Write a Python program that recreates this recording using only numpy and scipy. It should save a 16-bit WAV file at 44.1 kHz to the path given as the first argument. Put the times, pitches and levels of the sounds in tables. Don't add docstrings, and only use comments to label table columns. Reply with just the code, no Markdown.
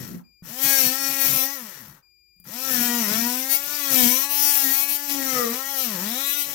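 import sys
import numpy as np
from scipy import signal
from scipy.fft import rfft, irfft, next_fast_len
from scipy.io import wavfile
from scipy.ndimage import uniform_filter1d, map_coordinates

SR = 44100
rng = np.random.default_rng(int(sys.argv[2]) if len(sys.argv) > 2 else 0)


def persist_wave(psi):
    counts = np.round(np.clip(psi, -1, 1) * 32767).astype(np.int16)
    wavfile.write(sys.argv[1], SR, np.atleast_2d(counts).T)


N = 288414
TIME = np.arange(N) / SR

# (frequency [Hz], relative level [dB])
BLADE_COLOUR = [(7500, -22), (9600, -2), (11200, -1.5), (12600, 6), (13600, 5), (14600, 5.5), (16000, 1)]
# (middle [s], length [s], added chatter [0-1], relative level [dB])
SKIP_BOUTS = [(.49, .07, .1, -44), (.66, .06, .1, -41), (.86, .1, .28, -41), (1.11, .09, .3, -53),
              (1.32, .17, .55, -39), (1.91, .24, 0, -54), (2.485, .08, .1, -45), (2.76, .3, .35, -49),
              (3.14, .14, .12, -45), (3.69, .2, .35, -66), (3.93, .07, .45, -40), (4.05, .1, .12, -44),
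              (5.19, .22, .28, -62), (5.37, .12, .35, -48), (6.01, .12, .05, -44), (6.5, .11, .55, -62)]


def amp(db):
    return 10 ** (np.asarray(db) / 20)


def unit_level(x):
    return x / np.sqrt(np.mean(x ** 2) + 1e-20)


def over_time(rows):
    return np.interp(TIME, *np.transpose(rows))


def at_frequency(rows, hz):
    frequencies, values = np.transpose(rows)
    return np.interp(np.log(hz + 1), np.log(frequencies + 1), values)


def filtered(x, gain):
    size = next_fast_len(N + 8192, True)
    return irfft(rfft(x, size) * gain(np.fft.rfftfreq(size, 1 / SR)), size)[..., :N]


def coloured(x, colour):
    return unit_level(filtered(x, lambda hz: amp(at_frequency(colour, hz))))


def wander(per_s):
    step = TIME * per_s * 8
    window = signal.get_window(("gaussian", 1.8), 15, False)
    slow = np.convolve(rng.standard_normal(int(step[-1]) + 20), window, "valid")
    return unit_level(np.interp(step, np.arange(len(slow)), slow))


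def arch(middle_s, length_s):
    out = np.zeros(N)
    part = slice(*np.searchsorted(TIME, [middle_s - length_s / 2, middle_s + length_s / 2]))
    out[part] = np.cos(np.pi * (TIME[part] - middle_s) / length_s)
    return out


def resonate(x, hz, width_hz):
    pole = np.exp((2j * np.pi * hz - np.pi * width_hz) / SR)
    return unit_level(signal.lfilter([1], [1, -pole], x).real)


def motor(free_hz=295, spin_up_s=.062, coast_s=.47):
    # (on [s], off [s])
    trigger = [(-1, -.24), (.418, 1.55), (2.432, 7)]
    # (time [s], stroke rate [Hz])
    held_speed = [(0.63, 281.1), (0.73, 275.6), (0.87, 254.0), (0.99, 272.9), (1.24, 273.3), (1.41, 263.5),
                  (1.52, 280.2), (2.66, 275.3), (2.78, 242.8), (2.99, 238.4), (3.07, 200.2), (3.18, 229.2),
                  (3.49, 270.7), (3.75, 294.4), (3.92, 268.7), (4.06, 238.4), (4.25, 282.5), (4.5, 288.2),
                  (4.68, 268.4), (4.83, 281.7), (5.04, 287.3), (5.31, 262.1), (5.49, 226.4), (5.59, 265.5),
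                  (5.71, 278.8), (5.83, 259.3), (5.98, 170.2), (6.21, 276.7), (6.37, 288.9), (6.54, 278.7)]
    spin = np.zeros(N)
    for on, off in trigger:
        rise = 1 - np.exp(-np.maximum(TIME - on, 0) / spin_up_s)
        spin += rise * np.clip(1 - (TIME - off) / coast_s, 0, 1)
    held_hz = over_time(held_speed)
    load = spin * np.maximum(1 - held_hz / free_hz, 0)
    return spin * held_hz, spin, load


def effort(spin, load, lag_s=.008, fade_below_spin=.05, sizzle_edge_s=.03):
    # (time [s], relative level [dB])
    bite = [(0.01, -9.9), (0.56, -13.1), (0.64, -1.2), (0.92, -1.2), (0.98, -4.9), (1.06, -1.6),
            (1.4, -4.1), (1.62, -15.3), (2.5, -13.3), (2.68, -3.6), (3.15, 1.4), (3.62, -8.9), (4.05, 1.8),
            (4.3, -10.0), (4.48, -5.1), (5.03, -9.8), (5.37, -1.2), (5.64, -8.5), (6.03, -3.1),
            (6.47, -9.0)]
    # (start [s], end [s], relative boost [dB])
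    sizzles = [(.62, .89, 6.5), (1.2, 1.46, 7), (2.7, 2.88, 5), (3.5, 3.57, 12.5), (3.91, 4.26, 6.5),
               (4.3, 4.85, 10.3), (4.88, 4.97, 10), (5.09, 5.14, 6), (5.76, 5.87, 5), (6.26, 6.35, 5),
               (6.37, 6.44, 6.5)]
    pole = np.exp(-1 / (lag_s * SR))
    lagged_spin = signal.lfilter([1 - pole], [1, -pole], spin - spin[0]) + spin[0]
    doublings = np.log2(lagged_spin + .01)
    rest_db = 20 * np.log10(np.clip(lagged_spin / fade_below_spin, .15, 1))
    half = sizzle_edge_s / 2
    sizzle_db = sum(np.interp(TIME, [start - half, start + half, end - half, end + half], [0, db, db, 0])
                    for start, end, db in sizzles)
    return doublings, rest_db, over_time(bite), load, sizzle_db


def loudness(law, work):
    base_db, per_doubling_db, per_bite, load_db, per_sizzle = law
    doublings, rest_db, bite_db, load, sizzle_db = work
    motor_db = base_db + per_doubling_db * doublings + rest_db + load_db * load
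    return motor_db + per_bite * bite_db + per_sizzle * sizzle_db


def chattering(spin, load, work, easy_cut=.035, full_load=1.2, near_rest=.68, calm_per_db=.07):
    *_, sizzle_db = work
    unguided = np.clip(1 - calm_per_db * sizzle_db, 0, 1)
    bouts = sum(added * arch(s, length) for s, length, added, _ in SKIP_BOUTS)
    return (easy_cut + full_load * load) * unguided + near_rest * (1 - spin ** 3) + bouts


def stroke_pattern(strokes, overtones=94, size=2048, changes_per_s=20):
    step = TIME * changes_per_s
    drift, height = rng.standard_normal((2, int(step[-1]) + 2, overtones))
    phase = rng.uniform(0, 2 * np.pi, overtones) + .7 * np.cumsum(drift, 0)
    level_db = 3.2 * unit_level(uniform_filter1d(height, size=3, axis=0))
    spectra = np.pad(amp(level_db) * np.exp(1j * phase), ((0, 0), (1, 0)))
    shapes = irfft(spectra, size)
    return unit_level(map_coordinates(shapes, [step, strokes % 1 * size], order=1, mode="grid-wrap"))


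def scrape(pattern, strokes, chatter, looseness, pulse, groove, grain_db):
    steady = (1 - chatter) ** looseness
    splinters = rng.standard_normal(N) * amp(grain_db * wander(450))
    stroke_before = np.rint(np.interp(strokes - 1, strokes, np.arange(N))).astype(int)
    memory = np.clip(groove * (1 - chatter), 0, 1)
    splinters = unit_level((splinters + memory * splinters[stroke_before]) / np.hypot(1, memory))
    contact = unit_level(np.exp(pulse * np.cos(2 * np.pi * strokes)))
    return contact * (np.sqrt(steady) * pattern + np.sqrt(1 - steady) * splinters)


def cutting(strokes, chatter, work, slip=.015, skip=.71):
    # (frequency [Hz], relative level [dB])
    board_colour = [(60, -55), (600, -32.5), (860, 3), (960, 3), (1150, 2.5), (1350, 4), (1650, 2.5),
                    (1900, 6.5), (2250, -9.5), (2800, -50.5)]
    teeth_colour = [(1600, -37), (2200, 3), (2550, 3.5), (3200, 1.5), (3900, 2), (4600, 2), (5300, 5.5),
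                    (5800, 9), (6400, 4), (7400, 3), (8500, -1), (9500, -11.5), (11500, -21.5)]
    rattle_colour = [(40, -50), (150, -27.5), (300, 3.5), (380, 0), (480, 7.5), (640, 5), (830, 3),
                     (1000, -25), (1400, -25)]
    buzz_law = (-35.6, 7.4, .8, -4.5, .06)
    rasp_law = (-29, 7.7, .97, -12, .56)
    sizzle_law = (-23.7, 7.3, .94, -14.5, 1.02)
    pattern = stroke_pattern(strokes + slip * chatter ** 1.4 * wander(70))
    skipping = pattern * np.cos(np.pi * strokes + wander(15))
    pattern = pattern + skip * chatter * skipping
    wood = scrape(pattern, strokes, chatter, looseness=.16, pulse=.14, groove=1, grain_db=2.5)
    teeth = scrape(pattern, strokes, chatter, looseness=2.32, pulse=.18, groove=.58, grain_db=2)
    steel = scrape(pattern, strokes, chatter, looseness=7.1, pulse=.22, groove=.25, grain_db=2)
    buzz_db = loudness(buzz_law, work)
    buzz = amp(buzz_db - .9) * coloured(wood, board_colour)
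    rasp = amp(loudness(rasp_law, work)) * coloured(teeth, teeth_colour)
    sizzle = amp(loudness(sizzle_law, work)) * coloured(steel, BLADE_COLOUR)
    rattle = coloured(skipping + 1.3 * rng.standard_normal(N), rattle_colour)
    rattle *= amp(buzz_db - 2) * chatter ** 1.72
    return buzz + rasp + sizzle + rattle + brief_rings(wood)


def brief_rings(wood):
    # (middle [s], length [s], pitch [Hz], half width of each filter [Hz], level [dB])
    rings = [(.01, .12, 160, 50, -38), (.12, .15, 180, 50, -36), (.72, 0.18, 1585, 89.5, -33.5),
             (.72, .24, 2250, 300, -36), (0.92, 0.14, 1840, 90.3, -42), (1.02, .18, 5550, 200, -37),
             (1.25, .5, 2330, 300, -39), (1.38, .12, 530, 60, -39), (2.73, 0.17, 1740, 226, -37.5),
             (2.933, 0.36, 1900, 151, -43), (3.14, .1, 220, 40, -29), (3.25, 0.2, 965, 70, -41),
             (4.03, .18, 243, 40, -27), (4.04, .16, 3200, 200, -38), (4.68, .08, 1900, 300, -38),
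             (4.68, .12, 268, 40, -36), (5.22, .3, 275, 40, -34), (5.42, 0.24, 480, 61, -29),
             (5.39, 0.28, 1290, 158, -34.5), (5.38, .34, 1850, 400, -39), (6.25, .45, 3700, 500, -38)]
    out = np.zeros(N)
    for s, length, hz, half_width, db in rings:
        swell = arch(s, length)
        ring = swell * resonate(resonate(wood, hz, 2 * half_width), hz, 2 * half_width)
        out += amp(db) * unit_level(ring) * np.sqrt(np.mean(swell ** 2))
    return out


def shaking_wall(strokes, chatter, stroke_hz, work, wobble=.23, flutter_db=4, drift_db=2, chatter_db=22):
    # (frequency [Hz], gain [dB])
    wall_response = [(150, -5), (175, -5), (205, -1), (238, 1), (278, -11.5), (470, -17), (520, -7.5),
                     (560, -14), (720, -12), (860, -12)]
    # (frequency [Hz], relative level [dB])
    rumble_colour = [(20, -53), (60, -32.5), (100, -23), (130, -4), (170, -3.5), (230, -12), (340, -18.5),
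                     (700, -56.5)]
    hum_law = (-30, 9.6, 1.0, 0, .02)
    shudder_law = (-70, 4, .3, 0, .02)
    angle = 2 * np.pi * strokes + wobble * chatter * wander(36)
    hums = []
    for k in (1, 2, 3):
        hum_db = loudness(hum_law, work) + at_frequency(wall_response, k * stroke_hz)
        waver_db = drift_db * wander(10) + flutter_db * chatter * wander(50)
        hums.append(np.sqrt(2) * amp(hum_db + waver_db) * np.sin(k * angle + k * k))
    half_rate_tone = unit_level(np.sin(np.pi * strokes + wander(11)))
    rumble = coloured(rng.standard_normal(N), rumble_colour)
    tone_share = .79 * chatter * np.interp(stroke_hz, [225, 270], [0, 1])
    shudder = np.sqrt(tone_share) * half_rate_tone + np.sqrt(1 - tone_share) * rumble
    level = amp(loudness(shudder_law, work) + chatter_db * chatter)
    level += sum(amp(db - 1.5) * arch(s, length) ** 2 for s, length, _, db in SKIP_BOUTS)
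    return hums[0] + level * shudder, sum(hums[1:])


def room_echo(x, size=12000, gap_s=.002):
    # (frequency [Hz], time to fall by 60 dB [s])
    decay_times = [(150, 0.27), (1000, 0.27), (5000, 0.099), (15000, .11)]
    echoes = rng.standard_normal((2, size)) * (np.arange(size) / SR > gap_s)
    hz, t, bands = signal.stft(echoes, SR, nperseg=256)
    decay_s = at_frequency(decay_times, hz)[:, None]
    bands = bands * amp(-60 * t / decay_s) / np.sqrt(decay_s)
    tail = signal.istft(bands, SR, nperseg=256)[1]
    return signal.fftconvolve(x[None], tail / np.linalg.norm(tail[0]), axes=1)[:, :N]


def room_tone(air_db=-75):
    # (frequency [Hz], relative level [dB])
    air_colour = [(20, -35), (55, 31.5), (150, 9), (300, 1), (700, -23), (2000, -42), (6000, -45),
                  (16000, -45)]
    # (frequency [Hz], level [dB])
    mains = [(59.5, -114), (179, -92), (360, -87)]
    air = coloured(rng.standard_normal(N) + .6 * rng.standard_normal((2, N)), air_colour)
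    hum = np.sqrt(2) * sum(amp(db) * np.sin(2 * np.pi * hz * TIME) for hz, db in mains)
    return amp(air_db) * air + hum


def controller_whine(pitch_hz=2403.5, sharp=.0092, settle_s=.024, fade_s=.015):
    # (start [s], end [s])
    standstills = [(.235, .43), (2.02, 2.49)]
    # (multiple of the pitch, level [dB])
    tones = [(1, -69), (2, -64), (3, -79), (4, -90), (5, -77), (6, -81)]
    out = np.zeros(N)
    for start, end in standstills:
        t = np.maximum(TIME - start, 0)
        cycles = np.cumsum(pitch_hz * (1 + sharp * np.exp(-t / settle_s))) / SR
        fade = np.clip(np.minimum(t, end - TIME) / fade_s, 0, 1)
        out += fade * np.sqrt(2) * sum(amp(db) * np.sin(2 * np.pi * k * cycles) for k, db in tones)
    return out


def clicks_and_knocks(thud_hz=175, thud_s=.013, tick_s=.005):
    # (time [s], thud level [dB], tick level [dB])
    knocks = [(0.423, -35, -65), (2.364, -59.5, -63), (2.4, -50, -46), (2.428, -62, -58), (2.442, -57, -45)]
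    out = np.zeros(N)
    hiss = coloured(rng.standard_normal(N), BLADE_COLOUR)
    for s, thud_db, tick_db in knocks:
        t = np.maximum(TIME - s, 0)
        out += amp(thud_db) * np.sin(2 * np.pi * thud_hz * t) * np.exp(-t / thud_s)
        out += amp(tick_db) * hiss * (t > 0) * np.exp(-t / tick_s)
    return out


def snagging(rise_s=.01, fall_s=.021):
    # (time [s], added chatter [0-1], crunch level [dB])
    snags = [(.635, 0.1, -33), (1.235, 0.3, -46), (3.911, 0, -31), (4.543, 0.48, -40), (4.676, 0.3, -40),
             (5.09, 0.13, -34.5), (5.525, .4, -39.5)]
    # (frequency [Hz], relative level [dB])
    crunch_colour = [(30, -45), (100, -21.5), (300, -7.5), (1000, -8.5), (3000, -4.5), (6000, 2),
                     (10000, -12), (16000, -11)]
    upset, level = np.zeros((2, N))
    for s, added, db in snags:
        t = np.maximum(TIME - s, 0)
        burst = (1 - np.exp(-t / rise_s)) * np.exp(-t / fall_s)
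        burst /= burst.max()
        upset += added * burst
        level += amp(db) * burst
    splinters = rng.standard_normal(N) * amp(3.3 * wander(500))
    return upset, level * coloured(splinters, crunch_colour)


def scene(left_echo_db=-6, right_echo_db=2, bass_lean_db=1.5):
    # (frequency [Hz], gain [dB])
    shadow = [(200, -1.5), (1000, -6.5), (4000, -17.5), (15000, -28.5)]
    # (frequency [Hz], left minus right [dB])
    lean = [(60, 0), (150, 4.6), (280, 10), (500, 5.5), (800, 13), (1290, 11.5), (2380, 11.5), (4400, 15.5),
            (8120, 20.5), (15000, 20.5)]
    stroke_hz, spin, load = motor()
    unsteady_hz = np.maximum(stroke_hz, 1) * (1 + .001181 * wander(26.2))
    strokes = np.cumsum(unsteady_hz) / SR
    upset, crunch = snagging()
    work = effort(spin, load)
    chatter = np.clip(chattering(spin, load, work) + upset, .015, .98)
    bass, drone = shaking_wall(strokes, chatter, stroke_hz, work)
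    cut = cutting(strokes, chatter, work) + crunch + clicks_and_knocks()
    left_echo, right_echo = room_echo(cut)
    left = cut + amp(left_echo_db) * left_echo
    right = filtered(cut, lambda hz: amp(at_frequency(shadow, hz))) + amp(right_echo_db) * right_echo
    pair = np.array([left, right]) + drone + controller_whine()
    pair = filtered(pair, lambda hz: 2 / (1 + amp(np.outer([-1, 1], at_frequency(lean, hz)))))
    return pair + bass * amp([[bass_lean_db], [-bass_lean_db]]) + room_tone()


def record(dry, cutoff_hz=15850):
    low_pass = signal.firwin(511, cutoff_hz, window=("kaiser", 9), fs=SR)
    return signal.oaconvolve(dry, low_pass[None], "same")


dry = scene()
out = record(dry)
persist_wave(out)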